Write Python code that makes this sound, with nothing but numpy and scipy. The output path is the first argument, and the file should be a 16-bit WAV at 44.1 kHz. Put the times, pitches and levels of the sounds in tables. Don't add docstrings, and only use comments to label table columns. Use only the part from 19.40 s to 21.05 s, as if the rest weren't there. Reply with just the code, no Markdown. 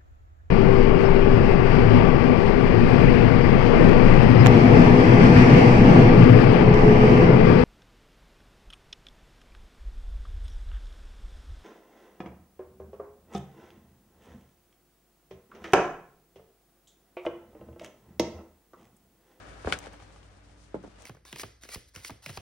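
import sys
import numpy as np
from scipy import signal
from scipy.fft import rfft, irfft
from scipy.io import wavfile

SR = 44100
rng = np.random.default_rng(int(sys.argv[2]) if len(sys.argv) > 2 else 0)


def output_pcm(signal):
    pcm = np.clip(np.atleast_2d(signal).T, -1, 1) * 32767
    wavfile.write(sys.argv[1], SR, np.round(pcm).astype(np.int16))


N = 72765
TIME, FREQS = np.arange(N) / SR, np.fft.rfftfreq(N, 1 / SR)
BEND_DELAY_S = 0.001733

# mode in Hz, level in dB, seconds to fall 60 dB.
PANEL_MODES = [(183.5, -26.5, 0.4), (313, -11.5, 0.014), (450, -1, 0.015), (636, -7.5, 0.014),
               (789, -27, 0.08), (923, -24, 0.073), (1150, -26, 0.03), (1364, -3.5, 0.0068)]
# frequency in Hz, relative spectral level in dB.
SOLE_SPECTRUM = [(100, 4.5), (300, 0.5), (520, 5), (950, 1.5), (1500, -4.5), (2500, -5.5), (5000, -14),
                 (9000, -18.5), (12000, -31), (16000, -52)]
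# frequency in Hz, relative spectral level in dB.
HISS_SPECTRUM = [(100, 20.5), (1000, -7), (3000, -2), (6000, -1.5), (9300, -6), (11500, -18.5),
                 (16000, -34)]


def from_db(db):
    return 10 ** (np.asarray(db) / 20)


def rms_one(x):
    return x / np.sqrt(np.mean(x ** 2) + 1e-20)


def pan(db):
    return from_db(np.array([[db], [-db]]) / 2)


def level_curve(rows):
    return from_db(np.interp(TIME, *np.transpose(rows)))


def swells(rows):
    return sum(from_db(db) * np.exp(-.5 * ((TIME - s) / half_s) ** 2) for s, half_s, db in rows)


def across_freqs(points):
    hz, value = np.transpose(points)
    return np.interp(np.log(FREQS + 1e-9), np.log(hz), value)


def butter(x, hz, kind, order=2):
    return signal.sosfilt(signal.butter(order, hz, kind, fs=SR, output="sos"), x + 1e-18)


def drift(rate_hz):
    return rms_one(irfft(rfft(rng.standard_normal(N)) / (1 + (FREQS / rate_hz) ** 2), N))


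def noise(spectrum):
    # frequency in Hz, left-right correlation.
    correlation = [(60, 0.59), (200, 0.76), (500, 0.14), (1200, 0.12), (3000, 0.096), (9000, 0.052)]
    alike = across_freqs(correlation)
    mid, side = rfft(rng.standard_normal((2, N))) * from_db(across_freqs(spectrum)) * (FREQS > 20)
    return rms_one(irfft(np.sqrt(1 + alike) * mid + np.sqrt(1 - alike) * side * [[1], [-1]], N))


def decay(start, t60, attack=0.0018):
    age = np.maximum(TIME - start, 0)
    return (1 - np.exp(-age / attack)) * np.exp(-np.log(1000) * age / t60)


def strike(start, modes):
    age = np.maximum(TIME - start, 0)
    return sum(from_db(db) * np.sin(2 * np.pi * hz * age) * np.exp(-np.log(1000) * age / t60)
               for hz, db, t60 in modes)


def bend(x, delay_s):
    return irfft(rfft(x) * np.exp(-4j * np.pi * delay_s * np.sqrt(1000 * FREQS)), N)


def wind():
    # frequency in Hz, relative spectral level in dB.
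    wash_spectrum = [(25, -17), (50, 10.5), (120, -2.5), (230, -2), (550, 0.5), (950, -4.5), (1550, -6),
                     (2800, -12), (6000, -23), (14000, -39)]
    # time in seconds, level in dB.
    wash_levels = [(0, -51), (.22, -53), (.42, -53), (.6, -54), (.85, -58.5), (1.15, -61), (1.26, -62.5),
                   (1.31, -60), (1.52, -58), (1.65, -68)]
    hiss_levels = [(0, -56.5), (.4, -63.5), (.72, -61), (.95, -62.5), (1.17, -63.5), (1.25, -61),
                   (1.31, -68.5), (1.4, -67.5), (1.5, -62), (1.65, -66)]
    flutter = from_db(2.34 * drift(rate_hz=14))
    hiss = level_curve(hiss_levels) * flutter * noise(HISS_SPECTRUM)
    wash = level_curve(wash_levels) * noise(wash_spectrum)
    return wash * pan(1.5) + hiss * pan(0.44)


def far_engine():
    # frequency in Hz, level in dB halfway through the scene.
    drone_tones = [(55, -57), (97, -61.5), (135.5, -73), (194, -73.5), (388, -88)]
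    # time in seconds, level in dB.
    whine_levels = [(0, -67.5), (.55, -60.5), (.8, -83), (.98, -72), (1.12, -66), (1.3, -69), (1.65, -72)]
    waver_db, fade_db_per_s, whine_hz = 0.25, 3.5, 293.7

    def tone(hz):
        return np.sqrt(2) * np.sin(2 * np.pi * hz * TIME + 0.52 * drift(rate_hz=3.5))
    drone = sum(from_db(db + waver_db * drift(rate_hz=7)) * tone(hz) for hz, db in drone_tones)
    fade = from_db(-fade_db_per_s * (TIME - TIME.mean()))
    whine = level_curve(whine_levels) * tone(whine_hz)
    return (drone * fade + whine) * pan(.9)


def sheet_ring():
    # mode in Hz, level in dB.
    modes = [(428, -14.5), (628, -10), (749, -7.5), (1320, 0.5), (1460, -1.5), (1520, -3), (1640, 0),
             (1760, -6.5), (2250, -5.5), (2955, -7.5), (3491, -10.5)]
    # time in seconds, level in dB.
    rub_levels = [(0, -53), (.2, -55.5), (.45, -60.5), (.65, -75), (.9, -76), (1.65, -69.5)]
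    # start in seconds, level in dB.
    blows = [(0.272, -47.5), (.3245, -34.5)]
    width_hz, ring_t60 = 51, 0.097
    resonance = sum(from_db(db) / (1 + 2j * (FREQS - hz) / width_hz) for hz, db in modes)
    rubbed = level_curve(rub_levels) * rms_one(irfft(rfft(noise(SOLE_SPECTRUM)) * resonance, N))
    damped_modes = [(hz, db, ring_t60) for hz, db in modes]
    struck = sum(from_db(db) * strike(s, damped_modes) for s, db in blows)
    return (rubbed + struck) * pan(5.9)


def cloth():
    # middle in seconds, half length in seconds, level in dB.
    rustles = [(.228, 0.014, -62), (.292, 0.0078, -52), (1.225, 0.04, -67.5), (1.615, 0.019, -60.5)]
    return swells(rustles) * rms_one(butter(noise(HISS_SPECTRUM), 3460, "high"))


def footfalls():
    # start in seconds, level in dB, low-pass
    # in Hz, high-pass in Hz, tail trim in dB, pan in dB, bearing to the right in degrees.
    contacts = [(0.2455, -25, 1940, 372, -3.5, -3.5, -11), (.2720, -14.5, 1600, 268, -7.5, 0, 19),
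                (0.2811, -26.5, 1290, 200, 5.5, 5, 31), (0.4678, -29, 2600, 405, -9, 1, -11),
                (1.3418, -17.5, 730, 246, -3.5, -2.5, 34.5), (1.3512, -29, 504, 188, 5, 1, 14),
                (1.436, -32.5, 750, 240, 4.5, 2, 5), (1.4451, -30.5, 376, 160, -3.5, -1, -8),
                (1.475, -40, 870, 300, -9, 4, -7)]
    mic_gap_s = .00045
    roof = 0
    for s, db, bright_hz, low_hz, tail_db, pan_db, bearing in contacts:
        left_lag, arrival = mic_gap_s * np.sin(np.radians(bearing)), s + BEND_DELAY_S
        panel = np.array([strike(s + left_lag, PANEL_MODES), strike(s, PANEL_MODES)])
        knock = bend(panel, BEND_DELAY_S) * pan(pan_db) + from_db(tail_db - 10) * roof_tail(arrival)
        body = butter(butter(knock, bright_hz, "low"), low_hz, "high")
        slap = from_db(-31.5) * butter(noise(SOLE_SPECTRUM), 1610, "high") * decay(arrival, t60=0.1)
        roof = roof + from_db(db) * (body + slap)
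    return roof


def roof_tail(start):
    # frequency in Hz, relative spectral level in dB.
    spectrum = [(50, 1), (170, 2), (280, 5.5), (450, 5), (750, 4), (1050, -4.5), (1450, 1.5), (2200, -5),
                (6000, -11.5), (14000, -23)]
    wash = noise(spectrum)
    return wash * decay(start, t60=0.13) + butter(wash, 277, "low") * decay(start, t60=0.23)


def deck_flex():
    # start in seconds, level in dB.
    loads = [(0.2553, -19.5), (0.322, -29), (1.441, -42)]
    swing_hz = 71
    return sum(from_db(db) * np.cos(2 * np.pi * swing_hz * (TIME - s)) * decay(s, 0.076, attack=0.0048)
               for s, db in loads)


def span_booms():
    # start in seconds, level in dB, pitch ratio, high-pass in Hz.
    blows = [(.276, -36, 0.99, 111), (1.349, -39, 1.18, 150), (1.443, -49, 1.27, 210)]
    # mode in Hz at pitch ratio 1, level in dB, seconds to fall 60 dB.
    modes = [(125.5, -5, 0.2), (161.3, -4.5, .3), (279.7, -6.5, .2), (402.6, -4, 0.11), (484, -7, 0.15),
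             (586, -16, 0.13), (716, -3.5, 0.12), (778, -1, 0.061), (883, -12, 0.16)]
    booms = 0
    for s, db, pitch, low_hz in blows:
        span = strike(s, [(hz * pitch, level, t60) for hz, level, t60 in modes])
        booms = booms + from_db(db) * butter(span, low_hz, "high")
    return bend(butter(booms, 1080, "low"), BEND_DELAY_S)


def scuffs():
    # middle in seconds, half length in seconds, level in dB.
    drags = [(0.293, 0.037, -42.5), (0.361, 0.037, -48), (0.452, 0.023, -46), (0.536, 0.012, -52),
             (0.608, 0.019, -60), (1.628, 0.058, -54)]
    friction = noise(SOLE_SPECTRUM) * np.exp(0.27 * drift(rate_hz=160))
    return swells(drags) * rms_one(friction) * pan(1.2)


def sheet_snap():
    # mode in Hz, level in dB, seconds to fall 60 dB.
    modes = [(1346, -7, 0.036), (1478, -8, 0.03), (1750, -24.5, 0.015), (2256, 2.5, 0.0075),
             (3000, -3.5, 0.014), (3150, -21.5, 0.017), (4470, -11, 0.0087), (8940, -18, 0.0087)]
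    # frequency in Hz, relative spectral level in dB.
    wash_spectrum = [(100, -3), (220, -11), (450, -0.5), (1100, -10), (1430, 7.5), (1900, -4.5),
                     (2300, -3.5), (2650, 1.5), (3050, -6), (4000, -8.5), (5100, -11.5), (9000, -18),
                     (14000, -44)]
    start, seam_echo_s = .324, 0.012
    clack = strike(start, modes) + from_db(-18) * strike(start + seam_echo_s, modes)
    clack = from_db(-14.5) * pan(4.5) * butter(clack, 1230, "high", order=3)
    jolt = from_db(-30) * pan(-2) * strike(start, PANEL_MODES)
    wash = from_db(-20) * pan(-0.5) * noise(wash_spectrum) * decay(start, t60=0.07, attack=0.0039)
    return bend(clack + jolt, delay_s=0.00071) + wash


def grit():
    # start in seconds, level in dB, pan in dB.
    clicks = [(0.3889, -29, 2.5), (0.533, -47, -5), (1.345, -56, -8), (1.429, -55, 1), (1.622, -43, 10)]
    # mode in Hz, level in dB, seconds to fall 60 dB.
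    modes = [(3200, -16, 0.0041), (6400, -3, 0.0043), (7930, -3, 0.0043), (14100, -18, 0.0072)]
    crunch = from_db(-10) * butter(rng.standard_normal((2, N)), 4700, "high")
    crunch = butter(crunch, 11000, "low", order=1)
    return sum(from_db(db) * pan(pan_db) * (strike(s, modes) + crunch * decay(s, 0.025, attack=.0004))
               for s, db, pan_db in clicks)


def sole_taps():
    # start in seconds, level in dB, pan in dB, high-pass in Hz.
    touches = [(0.454, -43, 6, 296), (0.534, -50.5, -2, 302), (0.541, -46, -9, 400), (0.6, -44.5, 2, 900),
               (0.6234, -46.5, 3, 500), (0.704, -50, -2, 300), (0.761, -46.5, 0, 400),
               (0.83, -43.5, 5.5, 2640), (1.095, -56, -3, 400)]
    # mode in Hz, level in dB, seconds to fall 60 dB.
    modes = [(523, -25, 0.0099), (824, -2, 0.036), (1206, -2, 0.017), (1520, -8.5, 0.012),
             (2290, -10.5, 0.014), (3070, -10.5, 0.014)]
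    wash = from_db(-4.5) * noise(SOLE_SPECTRUM)
    taps = 0
    for s, db, pan_db, low_hz in touches:
        tap = strike(s, modes) + wash * decay(s, t60=0.035)
        taps = taps + from_db(db) * pan(pan_db) * butter(tap, low_hz, "high")
    return taps


def scene():
    return (wind() + far_engine() + sheet_ring() + cloth() + footfalls() + deck_flex() + span_booms()
            + scuffs() + sheet_snap() + grit() + sole_taps())


def mic_port(x, resonances):
    for hz, db, q in resonances:
        gain, angle = from_db(db / 2), 2 * np.pi * hz / SR
        width = np.sin(angle) / (2 * q)
        numerator = [1 + width * gain, -2 * np.cos(angle), 1 - width * gain]
        denominator = [1 + width / gain, -2 * np.cos(angle), 1 - width / gain]
        x = signal.lfilter(numerator, denominator, x)
    return x


def record(dry):
    # frequency in Hz, gain in dB, Q.
    ports = [
        [(5500, 3.5, 1.07), (11350, -16.5, 3.7)],
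        [(5550, -9, 1.23), (8860, 8, 2.8), (12500, -6, 3.9)],
    ]
    rumble_hz, top_hz = 35, 15700
    coloured = np.array([mic_port(channel, port) for channel, port in zip(dry, ports)])
    coloured = butter(coloured, rumble_hz, "high", order=4)
    return signal.sosfilt(signal.ellip(10, .2, 80, top_hz, fs=SR, output="sos"), coloured)


dry = scene()
out = record(dry)
output_pcm(out)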